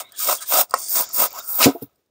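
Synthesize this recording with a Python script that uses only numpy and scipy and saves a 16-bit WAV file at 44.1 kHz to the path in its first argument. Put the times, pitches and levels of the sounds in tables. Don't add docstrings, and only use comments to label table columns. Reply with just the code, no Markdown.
import sys
import numpy as np
from scipy import signal
from scipy.fft import rfft, irfft
from scipy.io import wavfile
from scipy.ndimage import uniform_filter1d

SR = 44100
rng = np.random.default_rng(int(sys.argv[2]) if len(sys.argv) > 2 else 0)


def output_pcm(signal):
    pcm = np.clip(np.atleast_2d(signal).T, -1, 1) * 32767
    wavfile.write(sys.argv[1], SR, np.round(pcm).astype(np.int16))


def how_loud(loudness_db):
    steps = np.asarray(loudness_db, float) / 20
    return 10 ** steps


N = 92610
T = np.arange(N) / SR


def rms_one(x):
    return x / np.sqrt(np.mean(x ** 2) + 1e-20)


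def track(points, **ends):
    return np.interp(T, *np.transpose(points), **ends)


def butter(x, order, hz, kind="low"):
    return signal.sosfilt(signal.butter(order, hz, kind, fs=SR, output="sos"), x)


def drift(rate_hz):
    r = np.exp(-2 * np.pi * rate_hz / SR)
    settle = 4000
    noise = rng.standard_normal(N + settle)
    return rms_one(signal.lfilter([1], [1, -2 * r, r * r], noise)[settle:])


def resonate(x, peaks, patchy_db=0, favoured_hz=None):
    grip_focus_db = 1
    out = 0
    for k, (hz, width, db) in enumerate(peaks):
        r = np.exp(-np.pi * width / SR)
        wander = patchy_db * drift(rate_hz=7.4) if patchy_db else 0
        if favoured_hz is not None:
            wander = wander - grip_focus_db * np.log2(hz / favoured_hz) ** 2
        zeros = [(1 - r * r) / 2, 0, (r * r - 1) / 2]
        poles = [1, -2 * r * np.cos(2 * np.pi * hz / SR), r * r]
        out = out + (-1) ** k * how_loud(db + wander) * signal.lfilter(zeros, poles, x)
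    return rms_one(out)


def strike(hits, modes, focus_db):
    hand_damps_s = 0.09
    out = np.zeros(N + SR)
    luck = rng.normal(0, 1, (len(hits), len(modes)))
    t = np.arange(SR // 4) / SR
    hz, db, t60 = np.transpose(modes)[:, :, None]
    for (s, level_db, centre_hz, attack), chance in zip(hits, luck):
        mode_db = level_db - 6.0 + db + chance[:, None] - focus_db * np.log2(hz / centre_hz) ** 2
        decay_db = 60 * t / t60 + 60 * (t / hand_damps_s) ** 2
        rings = how_loud(mode_db - decay_db) * np.cos(2 * np.pi * hz * (t - 2 * attack))
        start = int(s * SR)
        out[start:start + len(t)] += rings.sum(axis=0) * (1 - np.exp(-t / attack)) ** 2
    return out[:N]


def cells():
    cells_per_s, spread_db = 9000, 3
    size = how_loud(spread_db * np.minimum(rng.exponential(1, N), 5)) * rng.choice([-1, 1], N)
    return size * (rng.random(N) < cells_per_s / SR)


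def controls():
    # t/s, rubbing level/dB, blade-face sheen/dB re rubbing, board bite/dB re rubbing
    stroke_0 = [(0, -27.5, -4, -1), (0.058, -70, 6, 9.5), (.13, -65, -7, 4)]
    stroke_1 = [(0.169, -43.5, -2, -19), (0.2, -28.5, 4.5, -28), (0.261, -28, 4.5, -9),
                (0.293, -22.5, 4.5, 2.5), (0.328, -25, 3, 0), (0.373, -35.5, -3, -14)]
    stroke_2 = [(0.401, -46, -5, -6), (0.426, -29.5, -5, -17.5), (0.451, -46, -8, -12.5),
                (.484, -36.5, 10, -19), (0.519, -26.5, 6.5, 1.5), (0.586, -18, 3.5, -1.5),
                (0.614, -21, 7, -2), (0.674, -68.5, -1.5, -1)]
    stroke_3 = [(0.759, -33.5, -21, 7), (0.788, -32, -1, -13.5), (.878, -32.5, -7, -27),
                (0.896, -31.5, 8.5, -26.5), (0.971, -22, 5, -4), (1.012, -25.5, 7, -4),
                (1.045, -34, -0.5, -7.5), (1.085, -39.5, -23, -15.5)]
    stroke_4 = [(1.116, -36.5, -17, -16.5), (1.14, -34, 9.5, -13), (1.19, -25, 8.5, -1),
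                (1.225, -23.5, 7.5, 0.5), (1.259, -26.5, 7, -1.5), (1.296, -43.5, -13, -13)]
    stroke_5 = [(1.32, -40, -12, -7.5), (1.345, -42, -3, -3.5), (1.397, -30.5, 0.5, -6.5),
                (1.41, -41.5, -9, -11), (1.45, -41.5, 5, -13)]
    stroke_6 = [(1.465, -44, 5, -15.5), (1.482, -41, 15.5, -11), (1.53, -38.5, 15.5, -10),
                (1.57, -37.5, 16, -9.5), (1.61, -21, 6, 4), (1.645, -14, -4.5, -19), (1.661, -20.5, 3, 0.5),
                (1.67, -27.5, -5.5, 2), (1.701, -38.5, -3.5, 4.5), (1.75, -63.5, 18.5, 12.5),
                (1.809, -63.5, 9, 5), (1.828, -56.5, 24, 2.5), (1.888, -78, 4, 7), (1.98, -81.5, 3.5, 0),
                (2.1, -91, -3, -5)]
    strokes = [stroke_0, stroke_1, stroke_2, stroke_3, stroke_4, stroke_5, stroke_6]
    s, *columns = np.transpose(np.concatenate(strokes))
    order = np.argsort(s)
    return [np.interp(T, s[order], column[order]) for column in columns]


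def rubbing():
    # f/Hz, width/Hz, level/dB
    rub_peaks = [(4608, 430, -2), (5490, 630, -1), (6267, 350, 0), (6935, 377, 0.5), (7700, 410, -3)]
    band = butter(resonate(cells(), rub_peaks), 4, [4300, 8000], "band")
    return resonate(band, rub_peaks, patchy_db=0.8)


def singing_edge():
    # f/Hz, width/Hz, level/dB
    edge_peaks = [(8710, 2200, -3.5), (8976, 360, 2.5)]
    # t/s, level/dB re rubbing
    edge_share = [(0, -2.5), (.62, -0.4), (.76, -8), (.8, -1), (1.03, -2), (1.08, -33), (1.14, -1.5),
                  (1.26, -3.5), (1.3, -26), (1.41, -17), (1.47, 4), (1.58, -1), (1.64, -8.5)]
    return how_loud(track(edge_share)) * resonate(resonate(cells(), edge_peaks), edge_peaks[:1])


def blade_face():
    # f/Hz, width/Hz, level/dB
    sheen_peaks = [(10930, 2200, -17), (12990, 700, -9), (14800, 1480, 12.5), (16400, 900, -7.5)]
    return resonate(butter(cells(), 3, 9500, "high"), sheen_peaks)


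def slot():
    # f/Hz, width/Hz, level/dB
    slot_peaks = [(1600, 200, -7.5), (2197, 400, -7), (3323, 960, 2), (4000, 830, 2)]
    # t/s, level/dB re rubbing
    slot_open = [(0, -5.5), (.1, 4), (.2, -9.5), (.29, -8), (.37, -15), (.43, -7.5), (.6, -7), (.85, -25),
                 (.99, -11.5), (1.07, -15), (1.13, -23), (1.22, -8), (1.3, -15.5), (1.39, -16.5),
                 (1.45, -20), (1.55, -14.5), (1.7, -4.5)]
    broad = [(hz, 2 * width, 0) for hz, width, db in slot_peaks]
    return how_loud(track(slot_open)) * resonate(resonate(cells(), broad), slot_peaks, patchy_db=1.6)


def board():
    # f/Hz, width/Hz, level/dB
    board_peaks = [(248, 65, -5.5), (413, 81, -5), (512.6, 99, -1.5), (680, 150, 0.5), (1006.7, 151, -1),
                   (1280, 130, -0.5), (1520, 120, -4.5), (1925, 100, -7), (2170, 200, -6.5),
                   (2720, 250, -6.5)]
    # t/s, f/Hz
    grip = [(0, 650), (.2, 1200), (.3, 1000), (.43, 1200), (.56, 850), (.8, 900), (.99, 642), (1.1, 900),
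            (1.17, 600), (1.23, 809), (1.36, 900), (1.53, 800), (1.62, 800), (1.8, 800)]
    driven = butter(resonate(cells(), board_peaks), 2, 220, "high")
    return resonate(driven, board_peaks, patchy_db=1.6, favoured_hz=track(grip))


def sawing(level_db, sheen_db, bite_db):
    judder = how_loud(level_db + 1.1 * drift(rate_hz=120) + 0.5 * drift(rate_hz=26))
    blade = how_loud(-3.5) * rubbing() + singing_edge() + how_loud(sheen_db) * blade_face()
    return judder * (blade + slot() + how_loud(bite_db) * board())


def rip():
    # t/s, level/dB
    tearing = [
        (1.57, -61.5),
        (1.6, -30.5),
        (1.624, -16.5),
        (1.648, -13.5),
        (1.679, -36.5),
        (1.76, -63.5),
    ]
    # f/Hz, width/Hz, level/dB
    tear_peaks = [(600, 300, 1), (2690, 470, 4.5), (3800, 440, 2), (4940, 980, 0), (6500, 1300, -11.5),
                  (8100, 2700, -5)]
    level_db = track(tearing, left=-120, right=-120) + 2.0 * drift(rate_hz=180)
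    return how_loud(level_db) * resonate(cells(), tear_peaks)


def snaps():
    # t/s, peak level/dB, favoured f/Hz, attack/s
    cracks = [
        (.7385, 1.5, 960, 0.00079),
        (.7165, -31.5, 1700, 0.0013),
        (0.71, -37.5, 920, .001),
        (1.1, -32, 1600, 0.00126),
    ]
    # f/Hz, level/dB, t60/s
    crack_modes = [(520, -2, 0.034), (700, -6, 0.032), (880, -15.5, .03), (1075, 0.5, 0.041),
                   (1310, 3.5, 0.023), (1500, -17.5, .02), (1880, -9, 0.034), (2300, -18, .03),
                   (4740, 1, 0.0052)]
    return butter(strike(cracks, crack_modes, focus_db=3.5), 2, 300, "high")


def knocks():
    # f/Hz, level/dB, t60/s
    hollow_hits = [
        (1.658, 0.8, 280, 0.00087),
        (1.6665, 3.5, 330, 0.0008),
        (1.678, 0, 400, 0.0015),
        (1.686, -2, 450, 0.0015),
    ]
    hollow_modes = [(124, -13, 0.095), (193, -6.5, 0.13), (276.2, 1, 0.1), (402, -11.5, 0.074),
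                    (446, -6.5, .08), (572.6, -7.5, .06), (717, -5.5, 0.08), (974, -15, 0.042)]
    edge_hits = [
        (1.747, -16, 400, 0.00296),
        (1.753, -14, 680, 0.00306),
    ]
    edge_modes = [(280, -2, .08), (356, -7.5, 0.14), (435, 4, .04), (687, -2.5, 0.084), (845, -12.5, 0.074),
                  (965, -23, 0.11)]
    flat_hits = [
        (1.818, -12.5, 383, .003),
        (1.826, -13, 260, .003),
    ]
    flat_modes = [(120, -4.5, .09), (195, -2.5, .05), (284, -6, 0.11), (443.5, -3.5, 0.12), (570, -16, .05),
                  (807, -14, 0.11)]
    hollow = strike(hollow_hits, hollow_modes, focus_db=6.5)
    on_edge = strike(edge_hits, edge_modes, focus_db=10.0)
    on_flat = strike(flat_hits, flat_modes, focus_db=6.0)
    return hollow + on_edge + on_flat


def squeaks():
    # start t/s, length/s, f/Hz, glide/(Hz/s), level/dB
    whistles = [(.015, 0.095, 3590, 3000, -54), (0.011, 0.092, 2157, 0, -56),
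                (.115, 0.053, 1700, -600, -55.5), (0.126, 0.056, 3320, -1.5, -51),
                (0.171, 0.2, 1600, -1200, -49), (0.194, .065, 1280, 15, -40), (0.377, 0.03, 3370, 0, -40.5),
                (.405, .04, 1280, 0, -40), (0.401, 0.053, 1610, 0, -44.5), (.78, 0.042, 1040, 2500, -45.5),
                (.78, 0.12, 2200, 0, -62), (.78, .12, 3490, 2, -54), (1.036, 0.012, 3440, -1, -40),
                (1.082, 0.032, 1289, 0, -49), (1.115, .06, 3700, 1000, -62), (1.27, 0.072, 2330, 0, -57),
                (1.325, 0.099, 807, 6003, -39.5), (1.33, 0.041, 2970, 2, -58), (1.396, 0.021, 3730, 0, -45),
                (1.378, 0.31, 1330, 86, -48), (1.48, .11, 860, 0, -50), (1.53, 0.036, 3870, -5, -50.5)]
    width_hz = 105
    out = 0
    for start, length, hz, glide, db in whistles:
        age = T - start
        phase = 2 * np.pi * (hz + glide * age / 2) * age
        tone = drift(width_hz) * np.sin(phase) + drift(width_hz) * np.cos(phase)
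        swell = np.sin(np.pi * np.clip(age / length, 0, 1)) ** 0.53
        out = out + how_loud(db) * tone * swell
    return out


def ticks():
    # t/s, peak level/dB, face brightness/dB
    touches = [(0.0907, -45, 0), (0.12, -25.5, 5), (0.407, -19, 2), (0.695, -27.5, 3), (0.708, -16, -1),
               (0.7393, 1, -5), (1.0897, -27, 7), (1.3049, -39.5, 24), (1.3274, -25, 12), (1.345, -40, 16),
               (1.8237, -25, 3.5), (1.9574, -51, 1), (2.06, -58, 2.5)]
    t60_s, attack_s = 0.021, 0.0011
    body_drive = resonate(cells(), [(4940, 1800, 0), (8700, 1200, 0)])
    body = resonate(body_drive, [(4940, 700, 0.5), (6800, 900, -7.5), (8680, 800, 3.0)])
    face_drive = resonate(cells(), [(14500, 2800, 0)])
    face = resonate(face_drive, [(12900, 500, -5.5), (14800, 970, -1)])
    out = 0
    for s, db, bright_db in touches:
        age = np.maximum(T - s, 0)
        puff = how_loud(db - 11.5 - 60 * age / t60_s) * (1 - np.exp(-age / attack_s))
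        out = out + (body + how_loud(bright_db - 2.0) * face) * puff
    return out


def echoes(work):
    # delay t/s, level/dB
    paths = [
        (.007, -20),
        (.023, -22),
        (.04, -33),
    ]
    dull = butter(work, 1, 3200)
    return sum(how_loud(db) * np.concatenate([np.zeros(int(s * SR)), dull])[:N] for s, db in paths)


def air(level_db):
    # f/Hz, density level/dB per Hz
    hush_spectrum = [(150, -4.5), (400, 4), (1000, -10), (4000, -15), (15000, -24)]
    gate_s, follows = 0.03, 0.27
    hz, db = np.transpose(hush_spectrum)
    bins_hz = np.arange(N // 2 + 1) * SR / N
    tone = how_loud(np.interp(np.log(bins_hz + 1), np.log(hz), db))
    hush = rms_one(irfft(rfft(rng.standard_normal(N)) * tone, N))
    gate_db = follows * (uniform_filter1d(level_db, int(gate_s * SR) + 1) + 36.0)
    return hush * how_loud(-61.5 + gate_db + 2.0 * drift(rate_hz=8.7))


def wind():
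    breeze_hz = 62
    low = resonate(rng.standard_normal(N), [(breeze_hz, 70, 0)])
    low = resonate(low, [(breeze_hz, 120, 0)])
    return low * how_loud(-72 + 3.6 * drift(rate_hz=12) - 60 * np.maximum(T - 1.85, 0))


def scene():
    level_db, sheen_db, bite_db = controls()
    work = sawing(level_db, sheen_db, bite_db) + rip() + snaps() + knocks() + squeaks() + ticks()
    mono = work + echoes(work) + air(level_db) + wind()
    return np.array([mono, mono])


def band_limit(x):
    return signal.sosfilt(signal.butter(12, 16820, fs=SR, output="sos"), x)


def record(dry):
    limit = 0.97
    thin = butter(dry, 2, 75.6, "high")
    rounded = limit * np.tanh((np.abs(thin) / limit) ** 3) ** (1 / 3) * np.sign(thin)
    top_cut = signal.ellip(14, 0.5, 85, 15700, fs=SR, output="sos")
    return band_limit(signal.sosfilt(top_cut, rounded))


dry = scene()
out = record(dry)
output_pcm(out)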